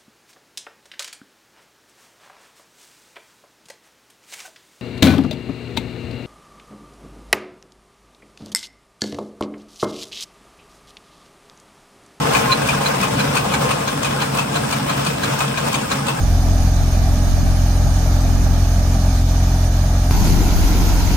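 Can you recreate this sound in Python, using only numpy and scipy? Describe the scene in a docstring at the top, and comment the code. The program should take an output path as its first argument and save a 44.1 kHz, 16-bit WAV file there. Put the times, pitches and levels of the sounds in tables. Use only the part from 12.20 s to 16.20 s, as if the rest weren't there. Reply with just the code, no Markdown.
"""A band knife runs over a stack of tissue paper, heard from close by in a workshop.
Twice per lap a high spot of the steel band scrapes past: once with a rasp, once with a knock and a
short bright ring of stick-slip oscillation. Sliding friction makes the band hiss in its guides and
excites narrow resonances. Behind it, motor and wheels drone and loose parts rattle."""
import sys
import numpy as np
from scipy import signal
from scipy.io import wavfile

SR = 44100
rng = np.random.default_rng(int(sys.argv[2]) if len(sys.argv) > 2 else 0)


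def to_wav(sig):
    """Store sig (one row per channel, or 1-D mono) as 16-bit WAV at the path in sys.argv[1].

    Samples outside -1..1 are clipped; the rate is SR.
    """
    pcm = np.clip(np.atleast_2d(sig), -1, 1) * 32767
    pcm = np.round(pcm).astype(np.int16)
    wavfile.write(sys.argv[1], SR, pcm.T)  # frames by channels


N = 176400
T = np.arange(N) / SR
LAP_S, FIRST_RASP_S, FIRST_RING_S = .3394, .1535, .326  # period of the band; its first two passes
STRIKE_SHAPE = (.003, .0048, .014)  # attack, hold and release in seconds


def from_db(db):
    """Amplitude ratio of a level in decibels."""
    return 10 ** (np.asarray(db) / 20)


def unit_rms(x):
    """Normalisation to a mean square of one."""
    return x / np.sqrt(np.mean(x ** 2) + 1e-20)


def level(rows):
    """Gain over time, interpolated between (seconds, dB) points."""
    return from_db(np.interp(T, *np.transpose(rows)))


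def at_hz(rows, hz):
    """Interpolation along a logarithmic frequency axis."""
    frequencies, values = np.transpose(rows)
    return np.interp(np.log(hz), np.log(frequencies), values)


def pan(db):
    """Constant-power panning; the balance db is left level minus right level."""
    return unit_rms(from_db(np.array([[db], [-db]]) / 2))


def drift(rate_hz):
    """Random fluctuation of rms 1: noise low-passed at rate_hz."""
    step, settle = 40, 2000
    r = np.exp(-2 * np.pi * rate_hz * step / SR)
    noise = rng.standard_normal(N // step + settle + 2)
    slow = signal.lfilter([1], [1, -2 * r, r * r], noise)[settle:]
    return np.interp(np.arange(N) / step, np.arange(len(slow)), unit_rms(slow))


def tone(hz, waver_hz, rate_hz):
    """Random frequency modulation of a sine of rms 1."""
    cycles = rng.random() + np.cumsum(hz + waver_hz * drift(rate_hz)) / SR
    return np.sqrt(2) * np.sin(2 * np.pi * cycles)


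def swell(s, attack, hold, release):
    """Exponential rise and decay about a plateau centred on s; all in seconds."""
    return np.exp(np.minimum(T - s + hold / 2, 0) / attack - np.maximum(T - s - hold / 2, 0) / release)


def passes(first_s, dbs, shape):
    """Periodic excitation: one swell per lap, each at its own level."""
    lap = np.clip(np.round((T - first_s) / LAP_S), 0, len(dbs) - 1).astype(int)
    return from_db(dbs)[lap] * swell(first_s + LAP_S * lap, *shape)


def rubbed(modes):
    """Forced resonance: friction noise drives damped modes, reaching each side by a different path."""
    out, friction = 0, rng.standard_normal((2, N))
    for hz, width_hz, db, pan_db in modes:
        r = np.exp(-np.pi * width_hz / SR)
        ringing = signal.lfilter([1, 0, -1], [1, -2 * r * np.cos(2 * np.pi * hz / SR), r * r], friction)
        out = out + from_db(db) * pan(pan_db) * unit_rms(ringing)
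    return out


# Likeness of the two sides. Each row: frequency in Hz, correlation coefficient.
CORRELATION = [(150, 0.96), (270, 0.76), (370, -0.47), (480, -0.74), (750, -0.48), (1050, 0.34),
               (1600, 0.31), (3000, -0.25), (5000, -0.061), (9500, 0.37), (13500, 0.99)]
# Direction of the noise. Each row: frequency in Hz, balance in dB.
BALANCE = [(200, 0.5), (300, -4.5), (520, 3), (750, 1.5), (1200, -1), (2200, 2.5), (5000, -0.5), (6800, 9),
           (8500, 22), (10000, -23), (12000, -1.5)]
def banded_noise(spectrum, flicker_db):
    """Partially coherent stereo noise of rms 1, whose bands flicker independently."""
    out, edges = 0, np.geomspace(22, 17000, 27)
    white = rng.standard_normal((2, 2, N))
    for k, (low, high) in enumerate(zip(edges, edges[1:])):
        bandpass = signal.butter(2, [low, high], "band", fs=SR, output="sos")
        mid, side = signal.sosfilt(bandpass, white[k % 2])
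        hz = np.sqrt(low * high)
        alike = np.clip(at_hz(CORRELATION, hz), -1, 1)
        pair = np.sqrt(1 + alike) * mid + np.sqrt(1 - alike) * side * [[1], [-1]]
        gain = from_db(at_hz(spectrum, hz) + flicker_db * drift(18.4))
        out = out + gain * pan(at_hz(BALANCE, hz)) * pair
    return unit_rms(out)


def workshop(x, t60_s=.32):
    """Reverberation: echoes decay exponentially in eight feedback delays a side."""
    out = np.zeros((2, N))
    for k, lag in enumerate((rng.uniform(.011, .045, 16) * SR).astype(int)):
        loop, gain = x[k % 2].copy(), from_db(-60 * lag / SR / t60_s)
        for i in range(lag, N, lag):
            loop[i:i + lag] += gain * loop[i - lag:i][:N - i]
        out[k % 2] += (loop - x[k % 2]) * (-1) ** (k // 2)
    return out / 2


# Echoes off table and housing. Each row: left delay in seconds, right delay in seconds, gain in dB.
REFLECTIONS = [(.0029, 0.0031, -15.5), (.0047, .0041, -13.5), (.0073, 0.0098, -13)]
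def reflected(x):
    """Comb filtering: short echoes from nearby steel interfere with the direct sound."""
    return x + sum(from_db(db) * np.array([np.interp(T - s, T, side) for s, side in zip(delays, x)])
                   for *delays, db in REFLECTIONS)


# Steady tones of the drive; those at 126.4, 132.5 and 138.5 Hz are harmonics of the lap rate, like the wheel
# tone. Each row: frequency in Hz, relative level in dB.
DRIVE_TONES = [(63.1, -47), (70.7, -46), (126.4, -41), (132.5, -43), (138.5, -41), (158, -46), (198.6, -42),
               (212, -41), (273.3, -42)]
# The wheel's five throbs per lap. Each row: time after the rasp in seconds, relative level in dB.
WHEEL_THROBS = [(.03, -23.5), (0.101, -30), (.177, -29.5), (0.248, -28), (0.284, -28.5)]
# Rumble of the frame. Each row: frequency in Hz, relative spectral density in dB.
RUMBLE_SPECTRUM = [(25, -42), (33, -36), (47, -13), (65, -13), (85, -8), (115, -2.5), (145, 0), (175, -3),
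                   (215, 1.5), (280, -3), (360, -11.5), (600, -23), (1500, -52)]
# Loudness of the drive. Each row: time in seconds, gain in dB.
DRIVE_LEVEL = [(0, 2), (.4, 1.5), (.7, -1), (1.1, 1.5), (1.45, 0.5), (1.64, -3), (1.9, 0), (2.6, 0),
               (3.3, -1.5), (4, -1)]
def drive():
    """Forced vibration: steady drive tones and an amplitude-modulated wheel tone over the frame's rumble."""
    hum = sum(from_db(db + .5) * tone(hz, waver_hz=.31, rate_hz=4.8) for hz, db in DRIVE_TONES)
    one_lap = sum(from_db(db) * swell(LAP_S + lag_s, .015, .017, .021) for lag_s, db in WHEEL_THROBS)
    # The throbs' flanks overlap into the neighbouring laps.
    throb = sum(np.interp((T - FIRST_RASP_S) % LAP_S + k * LAP_S, T, one_lap) for k in range(3))
    wheel = throb * tone(141.3, waver_hz=1.3, rate_hz=14)
    rumble = from_db(-26.3) * banded_noise(RUMBLE_SPECTRUM, flicker_db=1.3)
    return level(DRIVE_LEVEL) * (hum + wheel + rumble)


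# Level of the rattle and hiss, briefly ducked as by a limiter after the first loud ring.
# Each row: time in seconds, gain in dB.
RATTLE_HISS_LEVEL = [(0, 2), (.31, 5.5), (.35, 0.5), (.5, 3.5), (.6, 3), (1.45, 1.5), (1.65, 0.5), (2.3, 0),
                     (3, 1.2), (4, -1)]
def rattle(knocks_per_s=90, t60_s=.077):
    """Impulse response: loose parts knock at random, each knock ringing one damped panel mode."""
    out, modes_hz = np.zeros((2, N)), np.geomspace(679, 1602, 20)
    impulses = (rng.random(N) < knocks_per_s / SR) * rng.uniform(.3, 1, N)
    struck_mode = rng.integers(0, len(modes_hz), N)
    r = from_db(-60 / (t60_s * SR))
    for k, hz in enumerate(modes_hz):
        w = 2 * np.pi * hz / SR
        force = impulses * (struck_mode == k) + 1e-18
        ringing = signal.lfilter([0, np.sin(w)], [1, -2 * r * np.cos(w), r * r], force)
        out += unit_rms(rng.standard_normal((2, 1))) * ringing
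    return from_db(-34.5) * level(RATTLE_HISS_LEVEL) * unit_rms(out)


# Shudders of the guide plate. Each row: centre in seconds, gain in dB.
SHUDDERS = [(.08, -28), (1.48, -29.5)]
# Its modes. Each row: frequency in Hz, bandwidth in Hz, relative level in dB, balance in dB.
PLATE_MODES = [(499, 41, -3, -3), (555, 52, -10, 4), (770, 47, -7, -5)]
def shudder():
    """Plate resonance: the guide plate's low modes swell briefly."""
    return sum(from_db(db) * swell(s, .021, .045, .025) for s, db in SHUDDERS) * rubbed(PLATE_MODES)


# Hiss of the sliding band. Each row: frequency in Hz, relative spectral density in dB.
HISS_SPECTRUM = [(40, -30), (200, -29), (380, -11.5), (520, 2.5), (680, -1.5), (950, -2), (1400, -4),
                 (2000, -10), (2900, -8), (3900, -15), (5300, -15), (6600, -17.5), (8500, -18),
                 (11500, -30.5), (15500, -25)]
# Resonances of the band, the guide's hiss and the guide's whistle.
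# Each row: frequency in Hz, bandwidth in Hz, relative level in dB, balance in dB.
BAND_MODES = [(463.3, 9, -38, 7.5), (500.6, 27, -38.5, 2.5), (548, 36, -36.5, 12.5), (757, 92, -38.5, 0),
              (864, 13, -39.5, 13), (1055, 20, -36.5, 0.5), (1205, 29, -43, -1)]
GUIDE_MODES = [(5310, 180, -43, 4.4), (8320, 900, -39, 20)]
WHISTLE_MODE = [(2540, 45, -42, -1)]
# Loudness of the band's resonances and of the whistle. Each row: time in seconds, gain in dB.
SINGING_LEVEL = [(0, 7.5), (.4, 3.5), (.8, 3.5), (1.3, 1.5), (1.49, 5), (1.6, 0), (2.5, -1.5), (4, -1.5)]
WHISTLE_LEVEL = [(0, 1), (2.6, -2.5), (2.95, 1.5), (3.45, 1.5), (3.75, -3)]
def running_band(snags_per_s=12, snag_decay_s=.0048):
    """Sliding friction in paper and guides: broadband hiss, random snags and faint resonances."""
    snags = (rng.random(N) < snags_per_s / SR) * rng.uniform(.3, 1, N)
    ticks = signal.lfilter([1], [1, -np.exp(-1 / (snag_decay_s * SR))], snags + 1e-18)
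    pressure = from_db(1.1 * drift(11.7) + .71 * drift(130))
    hiss = (from_db(-26.3) + from_db(-31) * ticks) * banded_noise(HISS_SPECTRUM, flicker_db=1.57)
    lap_swell = from_db(.54 * np.cos(2 * np.pi * (T - .12) / LAP_S))
    guide = rubbed(GUIDE_MODES) + level(WHISTLE_LEVEL) * rubbed(WHISTLE_MODE)
    singing = level(SINGING_LEVEL) * rubbed(BAND_MODES)
    return pressure * (lap_swell * level(RATTLE_HISS_LEVEL) * reflected(hiss) + singing + guide)


# Squeals of the band. Each row: centre in seconds, level in dB.
SQUEALS = [(0.021, -26), (0.138, -21), (.29, -20.5), (.318, -20.5)]
def squeals():
    """Stick-slip oscillation: the band briefly squeals in its guide."""
    envelope = sum(from_db(db) * swell(s, .0072, .019, .014) for s, db in SQUEALS)
    return envelope * pan(db=5) * tone(1060, waver_hz=11.3, rate_hz=73)


# Scrape of the high spot. Each row: frequency in Hz, relative spectral density in dB.
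SCRAPE_SPECTRUM = [(40, -35), (300, -9), (800, 6), (1400, 2), (2000, -10), (2900, 1), (4000, -5.5),
                   (5300, -11.5), (8500, -11), (11500, -29.5), (15500, -19.5)]
def chatter(depth_db=1.5):
    """Frictional chatter: scraping noise under fast random amplitude modulation."""
    return unit_rms(from_db(depth_db * drift(350))) * banded_noise(SCRAPE_SPECTRUM, flicker_db=2.5)


def contact(first_s, dbs, shape):
    """Contact pressure: on each lap a light touch, then the main scrape."""
    touch = from_db(-6) * passes(first_s - .015, dbs, (.008, .0059, .0066))
    return np.maximum(passes(first_s, dbs, shape), touch)


def clink(hz):
    """Decorrelation: an unsteady steel mode reaches each side by a different path."""
    return pan(db=9.5) * np.array([tone(hz, waver_hz=75, rate_hz=260) for side in range(2)])


# The rasping pass, lap by lap. Each row: scrape, mode and clink gains in dB, clink frequency in Hz.
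RASP_PASSES = [(3, 4.5, -14.5, 2430), (0.5, 2.5, -17.5, 2440), (-0.5, 1.5, -22.5, 2480),
               (4.5, 4, -21, 2520), (1, 1.5, -22, 2490), (3.5, 1, -24.5, 2510), (3.5, 1.5, -20.5, 2590),
               (1.5, 0.5, -26, 2410), (1.5, 0.5, -26, 2470), (1.5, 0.5, -23, 2550), (2.5, 2, -25, 2410),
               (-0.5, 0.5, -23.5, 2700)]
# Rasped steel. Each row: frequency in Hz, bandwidth in Hz, relative level in dB, balance in dB.
RASP_MODES = [(1077, 44, -29.5, -2), (1173, 56, -31.5, 13), (2540, 230, -31.5, 4), (2860, 150, -40, 0),
              (4450, 26, -37, 8), (6470, 65, -38, 14), (8430, 150, -34.5, 16)]
# Click on the guide's edge. Each row: frequency in Hz, relative spectral density in dB.
CLICK_SPECTRUM = [(40, -40), (1500, -12), (3000, -1), (8000, -0.5), (11500, -13), (15500, -11)]
def rasps(grit):
    """Transient friction: the high spot clicks on the guide's edge, then scrapes and excites the steel."""
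    scrape_db, modes_db, clink_db, clink_hz = np.transpose(RASP_PASSES)
    click_shape, rasp_shape = (.0006, .00077, .0041), (.003, .0076, .0155)
    click_envelope = from_db(-25.5) * passes(FIRST_RASP_S - .018, scrape_db, click_shape)
    click = click_envelope * banded_noise(CLICK_SPECTRUM, flicker_db=3)
    scrape = from_db(-22) * contact(FIRST_RASP_S, scrape_db, rasp_shape) * grit
    steel = contact(FIRST_RASP_S, modes_db, rasp_shape) * rubbed(RASP_MODES)
    pitch = np.interp(T, FIRST_RASP_S + LAP_S * np.arange(len(clink_hz)), clink_hz)
    clinks = passes(FIRST_RASP_S, clink_db, STRIKE_SHAPE) * clink(pitch)
    return click + reflected(scrape) + steel + clinks


# Struck steel. Each row: frequency in Hz, bandwidth in Hz, relative level in dB, balance in dB.
KNOCK_MODES = [(1092, 55, -27.5, 8), (1562, 70, -25.5, -5), (2280, 160, -35, 3), (3330, 490, -33.5, 13),
               (6300, 100, -36, 5)]
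# The ringing pass, lap by lap. Each row: scrape, knock, clink and ring gains in dB, ring balance in dB.
RING_PASSES = [(4.5, 0.5, -20, 17.5, -9.5), (3, -1, -24.5, 9, -12), (3, 0, -25, 3.5, -12),
               (5, 3.5, -24, 0, 2), (2.5, 1.5, -38, -1, 10), (4, -5, -30, 2.5, 4), (2.5, -1, -29, 3, 8),
               (1, 2, -32, -2, 4), (2.5, -2, -34, 2, 1), (0, 1, -27, -5, 1), (4.5, 1.5, -28, -1.5, 9)]
def knocks(grit):
    """Impact excitation: on its ringing pass the high spot strikes the steel inside a softer scrape."""
    scrape_db, knock_db, clink_db, _, _ = np.transpose(RING_PASSES)
    strike_s = FIRST_RING_S - .0033  # just before the scrape peaks
    scrape = from_db(-24.3) * contact(FIRST_RING_S, scrape_db, shape=(.008, .0063, .017)) * grit
    knock = passes(strike_s, knock_db, STRIKE_SHAPE) * rubbed(KNOCK_MODES)
    return reflected(scrape) + knock + contact(strike_s, clink_db, STRIKE_SHAPE) * clink(hz=2420)


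def rings():
    """Stick-slip locks onto two close modes: a rough, bright ring once per lap."""
    envelope = sum(from_db(db - 33) * pan(pan_db) * swell(FIRST_RING_S + k * LAP_S, .0041, .012, .0071)
                   for k, (*_, db, pan_db) in enumerate(RING_PASSES))
    upper = tone(4091, waver_hz=30, rate_hz=190)
    lower = from_db(-11.5) * tone(3900, waver_hz=30, rate_hz=170)
    roughness = from_db(3.5 * drift(280))
    return envelope * roughness * (upper + lower)


def scene():
    """Superposition of all sources; only the rasps and knocks feed the reverberation."""
    grit = chatter()
    contacts = rasps(grit) + knocks(grit)
    machine = drive() + running_band() + rattle() + shudder()
    return machine + rings() + squeals() + contacts + from_db(-11) * workshop(contacts)


def record(dry):
    """A steep elliptic low-pass filter removes the highest treble."""
    return signal.sosfilt(signal.ellip(12, .1, 80, 15800, fs=SR, output="sos"), dry)


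dry = scene()
out = record(dry)
to_wav(out)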